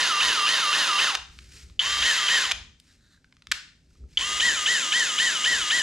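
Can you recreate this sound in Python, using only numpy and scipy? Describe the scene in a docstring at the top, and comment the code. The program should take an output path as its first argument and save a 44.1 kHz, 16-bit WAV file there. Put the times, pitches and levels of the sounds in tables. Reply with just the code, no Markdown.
"""A cordless drill runs unloaded in three bursts, close to the microphone in a small room: it is already running
at the start and still running at the end. Its motor speed surges about four times a second and drives gear tones
(sines), tooth rattle (shaped noise) and a thin switching whistle; ringing clacks mark the starts and surges.
The spindle lock cracks at each stop. Between bursts hands rub the housing and push a sliding switch until it
snaps over: shaped noise and short clicks, over soft finger knocks, arm rumble and a quiet room tone."""
import sys
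import numpy as np
from scipy import signal
from scipy.fft import rfft, irfft, next_fast_len
from scipy.io import wavfile
from scipy.ndimage import uniform_filter1d, map_coordinates

SR = 44100
rng = np.random.default_rng(int(sys.argv[2]) if len(sys.argv) > 2 else 0)


def master(y):
    """Save y as 16-bit WAV."""
    cut = np.clip(np.atleast_2d(y).T, -1, 1)
    pcm = np.round(cut * 32767)  # scale
    wavfile.write(sys.argv[1], SR, pcm.astype(np.int16))


N = 256662

# one surge of the motor at full share, from idle back to idle: since_start_s, speed_turns_per_s
SURGE = [(0, 408), (.02, 590), (.039, 638), (.061, 657), (.083, 637), (.123, 553), (.183, 424), (.203, 408)]
IDLE_SPEED = SURGE[0][1]  # turns per s
# trigger bursts: pressed_s, let_go_s, share_of_full_speed, rattle_db, whine_db, whistle_db, left_minus_right_db
BURSTS = [(-.2845, 1.034, 0.97, -26.9, -33, -48, -1), (1.794, 2.39, 0.97, -26.9, -34, -50, 0.2),
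          (4.1734, 6, 1, -30, -33.5, -50, 0.8)]
FIRST_SURGE_S, SURGE_PERIOD_S = .2248, .2608  # wait after the trigger is pressed, then a steady rhythm
# colour of a metallic crack: frequency_hz, level_db_per_hz
METAL_COLOUR = [(180, -67.5), (300, -35), (1450, -7.5), (2080, -9.5), (2880, -1.5), (4050, -10), (6190, -9),
                (6710, -13.5), (11900, -32), (14700, -55.5)]


def amp(db):
    """Decibels to an amplitude factor."""
    return 10 ** (np.asarray(db) / 20)


def unit(x):
    """Scale to rms 1."""
    return x / np.sqrt(np.mean(x ** 2) + 1e-20)


def clock():
    """Time of every sample in seconds."""
    return np.arange(N) / SR


def along(points, hz):
    """Read a curve of (Hz, value) points on a log frequency axis."""
    f, v = np.transpose(points)
    return np.interp(np.log(hz + 1), np.log(f + 1), v)


def wobble(rate):
    """A smooth random curve, rate knots a second."""
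    knots = rng.standard_normal(int(N * rate / SR) + 4)
    return map_coordinates(knots, [clock() * rate])


def filtered(x, response):
    """x times a complex response of frequency."""
    size = next_fast_len(N + SR // 2)
    hz = np.fft.rfftfreq(size, 1 / SR)
    return irfft(rfft(x, size) * response(hz), size)[..., :N]


def coloured(x, spectrum):
    """x shaped by (Hz, dB) points, at rms 1."""
    return unit(filtered(x, lambda hz: amp(along(spectrum, hz))))


def impulse(spectrum, size=1024):
    """The causal response of energy 1 that has this spectrum, by folding its cepstrum (minimum phase)."""
    hz = np.fft.rfftfreq(size, 1 / SR)
    cepstrum = irfft(np.log(amp(along(spectrum, hz)) + 1e-6))
    cepstrum[1:size // 2] *= 2
    cepstrum[size // 2 + 1:] = 0
    h = irfft(np.exp(rfft(cepstrum)))
    return h / np.linalg.norm(h)


def add(track, s, sound):
    """Mix a sound into a track at time s."""
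    part = track[..., max(round(s * SR), 0):][..., :sound.shape[-1]]
    part += sound[..., :part.shape[-1]]


def drill(rattle_growth):
    """Motor speed drives all three layers: faster is louder, and the gear tones rise."""
    # gear rattle as it leaves the housing, one per burst: frequency_hz, level_db_per_hz
    rattle_a = [(71, -60), (120, -29), (243, -19), (748, -16), (1290, -6), (2310, -7.5), (2880, -3.5),
                (3380, -4.5), (6560, -12), (8180, -21), (10200, -29), (11100, -34), (13800, -43),
                (14700, -89)]
    rattle_b = [(71, -51.5), (120, -24.5), (844, -18.5), (1140, -12), (1370, -9), (1850, -4), (2350, -6),
                (3120, -3.5), (3450, -6), (7400, -12), (8180, -21), (12500, -35), (13800, -47),
                (14700, -89.5)]
    rattle_c = [(71, -51), (120, -23.5), (194, -15), (861, -17.5), (1780, -5), (2310, -8), (3120, -2),
                (4480, -8), (7550, -5), (8350, -18), (10200, -23), (11500, -34.5), (13800, -44),
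                (14700, -93)]
    # how strongly the housing radiates the gear tones, one per burst: frequency_hz, gain_db
    voice_a = [(600, -8), (850, 1.5), (1200, 5.5), (1310, 4), (1450, -2), (1850, -2), (2200, -8), (2450, 0),
               (2780, 5), (3080, 3.5), (3350, -8.5), (4200, -20.5), (6000, -15.5)]
    voice_b = [(600, -9), (1000, -5), (1220, -2.5), (1500, -6), (1780, 4.5), (1950, 0), (2100, -12.5),
               (2450, 2.5), (2800, -2.5), (3100, 8), (3350, -1), (4200, -18.5), (6000, -14.5)]
    voice_c = [(600, -19), (1000, -6), (1220, -5), (1570, -4), (1780, 6), (1960, 5.5), (2060, -4),
               (2450, 0.5), (2850, -0.5), (3060, 7.5), (3300, -4), (4200, -11), (6000, -16)]
    out = np.zeros((2, N))
    grips = zip(BURSTS, (rattle_a, rattle_b, rattle_c), (voice_a, voice_b, voice_c))
    for burst, spectrum, voice in grips:
        pressed, let_go, share, rattle_db, whine_db, whistle_db, pan_db = burst
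        speed = share * motor_speed(pressed, let_go)
        turns = np.cumsum(speed) / SR
        pace = speed / IDLE_SPEED
        teeth = rattle(turns, spectrum, grain_db=1.62, throb_db=1.08, repeat_db=-10.5)
        sound = amp(rattle_db) * pace ** rattle_growth * teeth
        sound += amp(whine_db) * whine(speed, turns, voice, flutter_db=1.7)
        sound += amp(whistle_db) * whistle(pace, turns, upper_db=-13.5, flutter_db=1.5)
        out += sound * amp([[pan_db / 2], [-pan_db / 2]])
    return out


def motor_speed(pressed, let_go):
    """Turns per second at full share: the motor spins up, surges at a steady rhythm, and runs down on release."""
    # the motor brakes, crawls and halts, an upper limit on speed: since_let_go_s, speed_turns_per_s
    run_down = [(0, 670), (.09, 280), (.12, 260), (.135, 0)]
    spin_up_s = .022  # time constant
    t = clock()
    held = np.maximum(t - pressed, 0)
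    since_surge = np.maximum(held - FIRST_SURGE_S, 0) % SURGE_PERIOD_S
    surging = np.interp(since_surge, *np.transpose(SURGE))
    spin_up = 1 - np.exp(-held / spin_up_s)
    return np.minimum(surging * spin_up, np.interp(t - let_go, *np.transpose(run_down)))


def whine(speed, turns, voice, flutter_db):
    """Gear tones swell as they glide through the housing's resonances; most chirp out while the motor pulls."""
    # gear and motor tones: multiple_of_motor_speed, level_db, extra_db_while_pulling, growth_exponent (sign unused)
    gear_orders = [(3, 0, -0.5, 1.04), (4, -23, 4.5, 1), (5, -8.8, 9, 2.46), (5.5, -15.5, 2.5, 1),
                   (6, -21.5, 5.5, 1), (7, -2.3, 11, 0.71), (8, -3, -1, .5)]
    full_pull = 8000  # acceleration at which the teeth are fully loaded, turns per s per s
    mesh_jitter = .16  # scale of the tones' phase wavering, radians
    pace = speed / IDLE_SPEED
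    spun_up = pace > 1
    acceleration = np.gradient(speed) * SR
    load = np.clip(uniform_filter1d(spun_up * acceleration, size=128) / full_pull, 0, 1)
    tones = np.zeros(N)
    for order, db, load_db, growth in gear_orders:
        level = db + load_db * load + along(voice, order * speed) + flutter_db * wobble(130)
        phase = 2 * np.pi * order * turns + mesh_jitter * wobble(220)
        tones += amp(level) * pace ** abs(growth) * np.sin(phase)
    return np.sqrt(2) * tones * np.minimum(pace, 1) ** 1.5  # slow gears barely sing


def rattle(turns, spectrum, grain_db, throb_db, repeat_db):
    """Countless tooth contacts, partly repeating and bunched once every second motor turn, ring in the shell."""
    # the shell's narrow peaks and dips: centre_hz, width_hz, gain_db
    shell_peaks = [(997, 103, 6), (1870, 370, 3), (2340, 130, -5.5), (3705, 170, 5), (4050, 120, -0.5),
                   (4176, 120, 4), (4970, 200, 3), (5460, 230, -3), (6750, 830, 2), (11700, 1800, 1)]
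    contacts = rng.standard_normal(N) + amp(repeat_db) * tooth_pattern(turns)
    strength = amp(grain_db * wobble(900) + throb_db * np.cos(np.pi * turns))

    def shell(hz):
        """Bell-shaped gains, summed in dB."""
        return amp(sum(db * np.exp(-((hz - centre) / width) ** 2) for centre, width, db in shell_peaks))

    return coloured(filtered(strength * contacts, shell), spectrum)


def tooth_pattern(turns, count=100, size=4096):
    """The gears' small faults come round again with every turn of the planet carrier."""
    planet_ratio = 4  # motor turns per carrier turn
    harmonics = rng.standard_normal(count) + 1j * rng.standard_normal(count)
    faults = irfft(np.append(0, harmonics), size)
    return unit(np.interp(turns / planet_ratio, np.arange(size) / size, faults, period=1))


def whistle(pace, turns, upper_db, flutter_db):
    """The drive's switching tone with sidebands that follow the rotor; a thinner whistle above dips with speed."""
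    # switching tone and sidebands: shift_in_multiples_of_motor_speed, level_db, growth_exponent
    sidebands = [(1, -1, 0.98), (-1, -5.5, 1.5), (0, -8.5, 0.028)]
    switching_hz, upper_hz = 9970, 14078  # before any shift by the rotor
    t = clock()
    tones = np.zeros(N)
    for shift, db, growth in sidebands:
        tones += amp(db) * pace ** growth * np.sin(2 * np.pi * (switching_hz * t + shift * turns))
    tones += amp(upper_db) * pace * np.sin(2 * np.pi * (upper_hz * t - turns))
    return np.sqrt(2) * tones * amp(flutter_db * wobble(60)) * np.minimum(pace, 1)


def backlash(surge_db):
    """The gears take up their play: they knock hard when the motor starts, and lightly at each surge."""
    # knocks at the starts: start_s, peak_db
    start_knocks = [(1.7928, -9), (1.797, -10.5), (1.803, -19), (1.815, -18.5), (4.1726, -8.5),
                    (4.177, -13.5), (4.194, -20), (4.2105, -18)]
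    out = np.zeros(N)
    for s, db in start_knocks:
        add(out, s, amp(db) * clack(attack=0.0013, crack_db=-19.5))
    for pressed, let_go, *_ in BURSTS:
        surges = np.arange(pressed + FIRST_SURGE_S, let_go, SURGE_PERIOD_S)
        for s in surges[surges > 0]:
            add(out, s + .007, amp(surge_db) * clack(attack=0.00072, crack_db=-1.5))
    return out


def clack(attack, crack_db):
    """One blow of gear on gear, of peak 1: the gearbox rings over a short metallic crack."""
    # gearbox resonances: pitch_hz, level_db (each blow varies it), t60_s
    gearbox_modes = [(2270, -19, 0.03), (3045, 2, 0.018), (3134, -1.5, 0.025), (3374, 0, 0.018),
                     (4500, -16.5, 0.018), (6950, -19.5, 0.024)]
    t = np.arange(SR // 20) / SR
    ring = np.zeros(len(t))
    for hz, db, t60 in gearbox_modes:
        ring += amp(db + rng.normal(0, 1) - 60 * t / t60) * np.sin(2 * np.pi * hz * t)
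    crack = amp(crack_db - 60 * t / 0.016) * rng.standard_normal(len(t))
    blow = ring + signal.lfilter(impulse(METAL_COLOUR), 1, crack)
    blow *= 1 - np.exp(-t / attack)
    return blow / np.abs(blow).max()


def spindle_lock():
    """The spindle lock catches as the motor stops: a few hard metallic contacts."""
    # contacts: start_s, level_db, tilt_db_per_octave
    catches = [(1.147, -20.5, -2.5), (1.1515, -14.5, -1), (1.171, -30.5, -1.5), (2.499, -38, -2),
               (2.5135, -18.5, 0), (2.518, -14.5, -0.5), (2.53, -34.5, -5)]
    return clicks(catches, METAL_COLOUR, t60=0.022, spike=2.4)


def switch_ticks():
    """Plastic parts tick, and the sliding switch snaps over in a tight cluster of contacts."""
    # contacts: start_s, level_db, tilt_db_per_octave
    contacts = [(1.389, -39.5, -1), (1.699, -50, -3), (2.8, -44, 7), (3.244, -53, -3), (3.325, -46.5, -4.5),
                (3.368, -51.5, -1), (3.422, -45.5, -1.5), (3.4705, -36.5, 1), (3.5152, -21.5, -1),
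                (3.5168, -11.7, 1.3), (3.5207, -14, 0.3), (3.522, -16.5, -1)]
    # colour of the plastic: frequency_hz, level_db_per_hz
    plastic_colour = [(180, -66.5), (300, -28), (666, -31.5), (1240, -6), (2110, -4.5), (3070, -5),
                      (4120, -4.5), (4470, -6), (10200, -26), (13500, -39.5), (14700, -62.5)]
    return clicks(contacts, plastic_colour, t60=0.014, spike=4.6)


def clicks(rows, colour, t60, spike):
    """Hard contacts: a spike and a fast-dying crackle through the part's colour, each with its own room answer."""
    out = np.zeros((2, N))
    t = np.arange(SR // 25) / SR
    for s, db, tilt_db in rows:
        body = impulse([(hz, level + tilt_db * np.log2(hz)) for hz, level in colour])
        force = rng.standard_normal(len(t)) * amp(-60 * t / t60)
        force[0] += spike
        click = signal.fftconvolve(force, body)
        add(out, s, amp(db) * in_room(np.array([click, click])))
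    return out


def knocks(t60, attack):
    """A fingertip is soft: it wakes just one well damped resonance of the hollow housing."""
    # finger knocks: start_s, pitch_hz, level_db (before the soft attack)
    finger_knocks = [(3.176, 1600, -52), (3.244, 1550, -46), (3.908, 1400, -59.5), (3.955, 1230, -58),
                     (4.039, 1280, -57)]
    out = np.zeros(N)
    t = np.arange(SR // 20) / SR
    for s, hz, db in finger_knocks:
        envelope = amp(db - 60 * t / t60) * (1 - np.exp(-t / attack))
        add(out, s, envelope * np.sin(2 * np.pi * hz * t))
    return out


def hands(grain_db):
    """Skin sticks and slips on the housing, the switch drags in its track, the moving arms rumble."""
    # skin rubs as the grip changes: start_s, length_s, level_db
    rubs = [(1.18, 0.63, -57.5), (1.5, .16, -54.5), (2.8, 0.21, -64.5), (3.86, .2, -70), (4.07, 0.17, -61)]
    # the switch drags in its track: start_s, length_s, level_db
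    scrapes = [(2.87, .07, -64), (2.97, 0.2, -66), (3.1, .09, -65.5)]
    # arm movements that rumble: start_s, length_s, level_db
    moves = [(.2, 0.14, -57), (.95, 1.3, -51), (1.92, 0.16, -49), (2.42, 0.35, -49.5), (3.46, 0.12, -49.5),
             (3.75, 0.99, -53.5), (3.99, .08, -45), (5.45, 0.24, -49.5)]
    # colours of skin, switch track and arms: frequency_hz, level_db_per_hz
    skin_colour = [(350, -56.5), (600, -26), (1200, -18), (1290, -11), (1700, -9), (2480, -7), (3280, -9.5),
                   (4960, -6.5), (7920, -11.5), (14700, -34)]
    track_colour = [(800, -34), (1450, -7), (1720, -3), (2300, -22), (3200, -19), (3950, -5), (5000, -17.5),
                    (7000, -16.5), (13000, -37)]
    rumble_colour = [(13, -53), (22, -13.5), (46, -5), (56, -3), (63, 4), (74, -4.5), (120, -19),
                     (233, -21), (277, -28.5), (389, -26), (548, -39.5), (900, -54.5), (1980, -120)]
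    still_rub_db = -75  # hands merely holding the drill

    def friction(spectrum):
        """Noise of grainy strength, in the colour of the rubbed part."""
        return coloured(rng.standard_normal(N) * amp(grain_db * wobble(250)), spectrum)

    skin = np.hypot(amp(still_rub_db), strokes(rubs, fullness=1.2)) * friction(skin_colour)
    switch = strokes(scrapes, fullness=0.91) * friction(track_colour)
    arms = strokes(moves, fullness=1.0) * coloured(rng.standard_normal(N), rumble_colour)
    return skin + switch + arms


def strokes(rows, fullness):
    """Gain of (start, length, dB) movements: each swells and fades in one arch."""
    t = clock()
    gain = np.zeros(N)
    for start, length, db in rows:
        progress = np.clip((t - start) / length, 0, 1)
        gain += amp(db) * np.abs(np.sin(np.pi * progress)) ** fullness
    return gain


def room_tone(level_db):
    """The quiet room: steady noise, mostly low."""
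    # colour of the quiet room: frequency_hz, level_db_per_hz
    quiet_colour = [(20, -12), (45, 1.5), (90, -1), (130, -5), (250, -6.5), (330, -16), (500, -23.5),
                    (900, -29.5), (2500, -70)]
    return amp(level_db) * coloured(rng.standard_normal(N), quiet_colour)


def in_room(pair, wet_db=-13, build=0.011, width=0.54, left_db=1):
    """The direct sound plus a diffuse tail that builds up and dies at each frequency's own speed."""
    # how long the tail lasts: frequency_hz, t60_s
    tail_t60 = [(300, 0.13), (1200, 0.43), (5000, 0.44), (8000, 0.42), (13000, 0.22)]
    # colour of the tail: frequency_hz, gain_db
    tail_colour = [(200, 4), (700, 2.5), (1300, -6), (5700, -5), (6500, -5.5), (13000, -4.5)]
    hz, t, z = signal.stft(rng.standard_normal((2, SR // 2)), SR, nperseg=256)
    decay_db = along(tail_colour, hz)[:, None] - 60 * t / along(tail_t60, hz)[:, None]
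    gain = amp(decay_db) * (1 - np.exp(-t / build))
    mid, side = signal.istft(z * gain, SR, nperseg=256)[1]
    tail = np.array([mid + width * side, mid - width * side]) / np.linalg.norm(mid)
    response = amp([[wet_db + left_db], [wet_db - left_db]]) * tail
    response[:, 0] += 1  # direct sound
    return signal.fftconvolve(pair, response, axes=1)[:, :N]


def port_delay(pair):
    """The sound reaches the right microphone port slightly first: a phase split that varies with frequency."""
    # phase between the ports: frequency_hz, left_lead_radians
    port_phase = [(100, -0.11), (700, -0.31), (1300, -0.34), (2000, -0.46), (3000, -0.65), (5000, -0.47),
                  (8000, -0.69), (13000, -0.36)]
    sides = np.array([[1], [-1]])
    return filtered(pair, lambda hz: np.exp(.5j * along(port_phase, hz) * sides))


def scene():
    """Drill, hands, clicks and room tone, all in the room, heard at two ports."""
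    running = drill(rattle_growth=1.1) + backlash(surge_db=-13.5)
    handling = hands(grain_db=1.8) + knocks(t60=.02, attack=.0005)
    pair = in_room(running + handling + room_tone(level_db=-64))
    pair = pair + spindle_lock() + switch_ticks()  # these bring their own room
    return port_delay(pair)


def record(dry):
    """The recorder keeps nothing above its band limit."""
    top_hz = 14800
    return filtered(dry, lambda hz: hz < top_hz)


dry = scene()
out = record(dry)
master(out)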